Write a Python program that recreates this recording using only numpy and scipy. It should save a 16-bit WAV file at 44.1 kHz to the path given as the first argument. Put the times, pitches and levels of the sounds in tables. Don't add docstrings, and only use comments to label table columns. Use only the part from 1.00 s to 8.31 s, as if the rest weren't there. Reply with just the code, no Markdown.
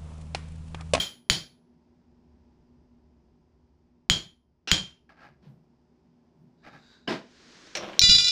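import sys
import numpy as np
from scipy import signal
from scipy.fft import rfft, irfft
from scipy.io import wavfile
from scipy.ndimage import uniform_filter1d

SR = 44100
rng = np.random.default_rng(int(sys.argv[2]) if len(sys.argv) > 2 else 0)


def waveform_to_disk(signal):
    frames = np.transpose(np.atleast_2d(signal))
    scaled = np.clip(frames, -1, 1) * 32767
    samples = np.round(scaled).astype(np.int16)
    wavfile.write(sys.argv[1], SR, samples)


N = 322352
TIME_S = np.arange(N) / SR
AGE_S = np.arange(int(.8 * SR)) / SR


def from_db(db):
    return 10 ** (np.asarray(db) / 20)


def at_hz(points, hz):
    points = np.array(points)
    return np.interp(np.log(np.maximum(hz, 1)), np.log(points[:, 0]), points[:, 1])


def add(out, start_s, sound):
    start = int(round(start_s * SR))
    first, last = max(start, 0), min(start + len(sound), len(out))
    out[first:last] += sound[first - start:last - start]


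def noise(spectrum, size=N):
    gain = from_db(at_hz(spectrum, np.fft.rfftfreq(size, 1 / SR)))
    coloured = irfft(rfft(rng.standard_normal(size)) * gain, size)
    return coloured / np.std(coloured)


def grain(depth_db):
    flutter = uniform_filter1d(rng.standard_normal(N), size=130)
    return from_db(depth_db * flutter / np.std(flutter))


def stroke(start_s, level_db, attack_s, fall_db_per_s, hold_s=0):
    age_s = TIME_S - start_s
    falling_s = np.maximum(age_s - attack_s - hold_s, 0)
    return np.clip(age_s / attack_s, 0, 1) * from_db(level_db - fall_db_per_s * falling_s)


def click(spectrum, size=2048):
    gain = from_db(at_hz(spectrum, np.fft.rfftfreq(size, 1 / SR)))
    cepstrum = irfft(np.log(gain))
    cepstrum[1:size // 2] *= 2
    cepstrum[size // 2:] = 0
    pulse = irfft(np.exp(rfft(cepstrum)))
    return pulse / np.linalg.norm(pulse)


def ring(modes, scatter_db=0, phase_rad=0):
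    pitch_hz, level_db, t60_s = np.transpose(modes)[:, :, None]
    polarity = (-1) ** np.arange(len(modes))[:, None]
    strength = polarity * from_db(level_db + scatter_db * rng.standard_normal(level_db.shape))
    decay = from_db(-60 * AGE_S / t60_s)
    return np.sum(strength * decay * np.sin(2 * np.pi * pitch_hz * AGE_S + phase_rad), axis=0)


# freq_hz, gain_db
ECHO_SPECTRUM = [(60, -12.5), (150, -4), (400, 1), (1000, -4), (2000, -10.5), (3200, -7), (5000, -2),
                 (7500, -8.5), (10000, -13.5), (15000, -15)]
# freq_hz, t60_s
ECHO_DECAY = [(60, 0.3), (200, .32), (700, 0.31), (3000, .28), (7000, .27), (14000, 0.063)]
def garage(sound, build_s=.01):
    edges_hz = np.geomspace(40, 18000, 19)
    white = rng.standard_normal((2, len(AGE_S)))
    response = np.zeros(len(AGE_S))
    for k, (low_hz, high_hz) in enumerate(zip(edges_hz, edges_hz[1:])):
        centre_hz = np.sqrt(low_hz * high_hz)
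        bandpass = signal.butter(2, [low_hz, high_hz], "band", fs=SR, output="sos")
        envelope = (1 - np.exp(-AGE_S / build_s)) * from_db(-60 * AGE_S / at_hz(ECHO_DECAY, centre_hz))
        band = signal.sosfilt(bandpass, white[k % 2]) * envelope
        gain = np.sqrt(2 * (high_hz - low_hz) / SR) * from_db(at_hz(ECHO_SPECTRUM, centre_hz))
        response += gain * band / np.linalg.norm(band)
    return signal.fftconvolve(sound, response)[:len(sound)]


# start_s, crack_db, bracket_db, bolt_db, head_db, thud_db
BLOWS = [(-.012, -4.5, 0, -6.5, 10, -8), (0.2994, -1, -4, 5.5, 6.5, -1), (3.0991, -1.5, 3, -3.5, -1, 1.5),
         (3.7155, 0.5, 3.5, -8, -4.5, 1.5)]
# freq_hz, relative_db
CRACK_SPECTRUM = [(100, -12.5), (400, -13.5), (900, -8.5), (1500, 0), (2200, 5.5), (3200, 5), (4300, -2.5),
                  (5500, -1.5), (7500, -5), (9000, -11), (11000, -15.5), (13500, -24), (15000, -38)]
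# pitch_hz, level_db, t60_s
CLANK_MODES = [(2250, -4.5, 0.002), (3000, -11.5, 0.025), (4100, -8, 0.0073), (4904, -11.5, 0.019),
               (6790, -15.5, 0.022)]
FRAME_MODES = [(40.3, -18.5, 0.056), (95, -18, 0.041), (131.6, -28.5, 0.16), (161, -25.5, 0.11),
               (205.4, -25.5, 0.077), (297, -34, .08), (386, -40.5, .07)]
BRACKET_MODES = [(3055, -28, .07), (3112, -26, .13), (3152, -28, .12), (3171, -25, .19), (3205, -17, .035),
                 (3237, -25, .09), (3264, -24, .1), (3319, -27, .1), (2412, -45, .25), (2900, -31, .07),
                 (3580, -35, .12), (4043, -40, .1), (4800, -42, .16), (5305, -35, .07), (6915, -27, .06),
                 (7700, -37, .07)]
BOLT_MODES = [(4435, -28, .07), (4650, -27.5, 0.044), (4960, -30, .06), (5440, -32.5, 0.06),
              (9190, -33, .07)]
HEAD_MODES = [(10112, -52, .45), (13792, -52, .33)]
def hammer_blows(echo_send_db=3.5):
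    out = np.zeros(N)
    for start_s, crack_db, bracket_db, bolt_db, head_db, thud_db in BLOWS:
        knock = from_db(crack_db - 1) * ring(CLANK_MODES) + from_db(thud_db) * ring(FRAME_MODES)
        add(knock, 0, from_db(crack_db + 10) * click(CRACK_SPECTRUM))
        steel = from_db(bracket_db) * ring(BRACKET_MODES, scatter_db=-.5)
        steel += from_db(bolt_db) * ring(BOLT_MODES)
        head = from_db(head_db) * ring(HEAD_MODES)
        echo = garage(knock + from_db(echo_send_db) * steel)
        add(out, start_s, knock + steel + head + echo)
    return out


# pitch_hz, relative_db
HUM_TONES = [(242.2, -66), (360.7, -73.5), (393.0, -81.5), (602.9, -83.5)]
# freq_hz, relative_db
AIR_SPECTRUM = [(76, -39.5), (130, -10), (168, -4), (209, -13.5), (241, 2), (266, -12), (395, -12.5),
                (512, -22.5), (986, -21.5), (1130, -31), (4120, -42.5), (4930, -36.5), (10300, -62),
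                (15000, -67.5)]
RUMBLE_SPECTRUM = [(20, -15.5), (40, -15.5), (72, 4.5), (100, -10.5), (150, -11), (300, -43.5),
                   (1000, -79.5)]
# time_s, level_db
AIR_LEVELS = [
    [(0.55, -65), (1.47, -63), (2.95, -67)],
    [(3.4, -73), (4.468, -65), (5.3, -64)],
]
def motor_and_air(hum_to_air_db=-4, rumble_db=-75):
    hum = sum(from_db(db) * np.sin(2 * np.pi * (hz * TIME_S + rng.random())) for hz, db in HUM_TONES)
    air_and_hum = noise(AIR_SPECTRUM) + from_db(hum_to_air_db) * hum / np.std(hum)
    air_gain = from_db(np.interp(TIME_S, *np.concatenate(AIR_LEVELS).T))
    swell = stroke(start_s=.5, level_db=-64.5, attack_s=1, fall_db_per_s=7)
    return air_gain * air_and_hum + (from_db(rumble_db) + swell) * noise(RUMBLE_SPECTRUM)


# freq_hz, relative_db
GRAZE_SPECTRUM = [(120, -38), (200, -9.5), (759, -15.5), (922, -8.5), (1140, -16.5), (1460, -2),
                  (1950, -13.5), (2830, 1.5), (3260, -8.5), (4030, -7.5), (4730, -13), (5170, -3.5),
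                  (14000, -61.5)]
def hammer_graze():
    contact = stroke(start_s=3.674, level_db=-30, attack_s=.001, fall_db_per_s=160)
    return contact * noise(GRAZE_SPECTRUM) * grain(depth_db=.8)


# start_s, level_db, attack_s
RUBS = [(4.091, -53.5, .005), (4.16, -51.5, .085), (5.625, -47.5, .052), (5.72, -54, .03)]
# freq_hz, relative_db
RUB_SPECTRUM = [(120, -15), (200, -15), (301, -3.5), (349, -16), (831, -3), (947, -14), (1340, -5.5),
                (1500, -16), (1630, 1.5), (1790, -12), (2330, -12.5), (3340, -25), (4950, -23.5),
                (10000, -56), (13000, -87), (22000, -120)]
def hammer_rubs():
    contact = sum(stroke(*rub, fall_db_per_s=215) for rub in RUBS)
    return contact * noise(RUB_SPECTRUM) * grain(depth_db=2.4)


# start_s, level_db
SHIFTS = [(4.19, -59), (4.41, -51), (5.34, -58), (5.66, -57)]
# freq_hz, relative_db
SHIFT_SPECTRUM = [(50, -48), (95, -23), (135, 5), (200, -2), (320, -21), (700, -24), (3000, -55)]
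def weight_shifts():
    pressure = sum(stroke(*shift, attack_s=.09, fall_db_per_s=105) for shift in SHIFTS)
    return pressure * noise(SHIFT_SPECTRUM)


# start_s, level_db
STEPS = [(4.418, -62), (6.073, -28)]
# freq_hz, relative_db
SOLE_SPECTRUM = [(35, -62), (60, -33), (178, 2), (448, -4.5), (591, -10), (648, -4.5), (744, -13.5),
                 (1030, -9), (1100, -17.5), (1630, -13), (1750, -15.5), (2840, -19.5), (4840, -22),
                 (15000, -64.5)]
def shoe_scuffs():
    tread = sum(stroke(*step, attack_s=.012, hold_s=.04, fall_db_per_s=220) for step in STEPS)
    return tread * noise(SOLE_SPECTRUM) * grain(depth_db=.75)


# freq_hz, relative_db
BLADE_SPECTRUM = [(500, -10), (1300, -12), (1550, 0), (1900, -13), (3300, -17), (3810, 1), (4210, -12),
                  (4660, -5), (5300, -17), (7300, -21), (10000, -44)]
# pitch_hz, level_db, t60_s
BUMP_MODES = [(662, -38, 0.15), (1030, -38, 0.051), (1594, -30.5, 0.092), (2330, -35, 0.036),
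              (2805, -30.5, 0.057), (3040, -27.5, 0.048), (5100, -37, .04)]
def square_lifted(bump_s=6.0772):
    pressure = stroke(start_s=5.56, level_db=-59.5, attack_s=.38, fall_db_per_s=110)
    hiss = pressure * noise(BLADE_SPECTRUM) * grain(depth_db=.8)
    bump = np.zeros(N)
    add(bump, bump_s, ring(BUMP_MODES))
    return hiss + bump + garage(bump)


# freq_hz, relative_db
CLOTH_SPECTRUM = [(150, -12), (300, -0.5), (800, -13.5), (1700, -7), (2600, -12), (4500, -10),
                  (6500, -14.5), (9000, -31.5), (15000, -58)]
def clothes():
    bend = stroke(start_s=6.15, level_db=-53.5, attack_s=.42, fall_db_per_s=3)
    return bend * noise(CLOTH_SPECTRUM) * grain(depth_db=.6)


# start_s, relative_db
TOUCHES = [(6.671, -24), (6.752, 1), (6.771, -4.5)]
# freq_hz, relative_db
TICK_SPECTRUM = [(88, -49), (150, -24), (300, -24), (567, -5), (833, -15), (1090, -20), (1490, -15),
                 (2140, -9), (2970, -12), (3270, -13), (4120, -10.5), (5000, -21), (5400, -7), (15000, -65)]
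HANDLE_SPECTRUM = [(59, -53), (100, -18.5), (196, -3), (283, -12.5), (330, -3.5), (416, -9), (577, -4),
                   (972, -15), (1050, -9), (1870, -18.5), (3210, -16), (10000, -62), (13000, -83),
                   (22000, -120)]
def hammer_laid_down(tick_db=-26, tick_decay_s=.012, rock_gap_s=.029, rock_loss_db=4.7, echo_db=-4.5):
    last_touch_s = TOUCHES[-1][0]
    rocks = [(last_touch_s + (k + 1) * rock_gap_s, -22 - k * rock_loss_db) for k in range(4)]
    ticks = np.zeros(N)
    for start_s, relative_db in TOUCHES + rocks:
        tick = noise(TICK_SPECTRUM, len(AGE_S)) * np.exp(-AGE_S / tick_decay_s)
        add(ticks, start_s, from_db(tick_db + relative_db) * tick)
    slide = stroke(start_s=6.752, level_db=-40, attack_s=.02, hold_s=.06, fall_db_per_s=50)
    handle = slide * noise(HANDLE_SPECTRUM) * grain(depth_db=2.4)
    return ticks + from_db(echo_db) * garage(ticks) + handle


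# pitch_hz, level_db, t60_s
CLACK_MODES = [(3980, 0, 0.0047), (4350, -15.5, 0.017), (5570, 2, 0.0037), (5670, -27, 0.14)]
SQUARE_MODES = [(1427, -41, .45), (1997, -37, .6), (2417, -28, .3), (2877, -26, .6), (3203, -44, .5),
                (3490, -20, .4), (3952, -17, .7), (4021, -26, .3), (4479, -43, .5), (4802, -18, .7),
                (5278, -20, .4), (5611, -28, .4), (6175, -31, .6), (6665, -36, .4), (7038, -27, .6),
                (7226, -34, .6), (7727, -41, .4), (8021, -47, .4), (9039, -46, .3), (9738, -53, .4),
                (10050, -48, .4), (12320, -59, .2), (12750, -62, .2), (13530, -59, .2), (13950, -58, .15),
                (14900, -61, .12)]
# start_s, gain_db
BOUNCES = [(7.0158, -1), (7.036, 1), (7.0902, -2), (7.0955, 0), (7.1145, -1), (7.1505, -1.5), (7.166, -7),
           (7.184, -2.5), (7.207, -6), (7.245, -5), (7.27, -6.5), (7.283, -4), (7.293, -10.5)]
# freq_hz, relative_db
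GRIT_SPECTRUM = [(200, -3), (1000, -9), (2500, -3), (4000, 21.5), (5500, 8.5), (7500, -4), (10000, -23),
                 (15000, -51)]
def square_dragged(clack_s=6.9936, clack_rise_s=.0003, contact_s=.00024, thump_s=.00546,
                   jog_rad=1.0, grind_decay_s=.062, grind_db=-32):
    plate, knocks, vigour = np.zeros((3, N))
    clack = ring(CLACK_MODES) * (1 - np.exp(-AGE_S / clack_rise_s))
    add(knocks, clack_s, from_db(7) * clack)
    thump = np.sin(np.pi * np.minimum(AGE_S / thump_s, 1)) ** 2
    hand_weight = stroke(clack_s, level_db=-18, attack_s=.05, hold_s=.04, fall_db_per_s=110)
    pitch_hz = np.array(SQUARE_MODES)[:, :1]
    ends_s = [start_s for start_s, _ in BOUNCES[1:]] + [N / SR]
    for (start_s, gain_db), end_s in zip(BOUNCES, ends_s):
        build = 1 - np.exp(-AGE_S / contact_s)
        choke = np.exp(-np.maximum(AGE_S - (end_s - start_s), 0) / contact_s)
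        envelope = from_db(gain_db) * build * choke
        phase_rad = 2 * np.pi * pitch_hz * start_s + jog_rad * rng.standard_normal(pitch_hz.shape)
        add(plate, start_s, envelope * ring(SQUARE_MODES, scatter_db=2.5, phase_rad=phase_rad))
        add(vigour, start_s, envelope * np.exp(-AGE_S / grind_decay_s))
        add(knocks, start_s, from_db(gain_db + 4) * click(GRIT_SPECTRUM))
        add(knocks, start_s, from_db(gain_db) * hand_weight[int(start_s * SR)] * thump)
    grind = from_db(grind_db) * vigour * noise(GRIT_SPECTRUM) * grain(depth_db=3)
    echo = from_db(-5) * garage(plate) + from_db(-1.5) * garage(knocks)
    return plate + knocks + grind + echo


def scene():
    hammering = hammer_blows() + hammer_graze() + hammer_rubs()
    moving = weight_shifts() + shoe_scuffs() + square_lifted() + clothes()
    tools_on_floor = hammer_laid_down() + square_dragged()
    return (hammering + moving + tools_on_floor + motor_and_air())[None]


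def record(dry):
    cutoff_hz = 15200
    clipped = dry / (1 + dry ** 8) ** (1 / 8)
    return signal.sosfilt(signal.ellip(10, .1, 90, cutoff_hz, fs=SR, output="sos"), clipped)


dry = scene()
out = record(dry)
waveform_to_disk(out)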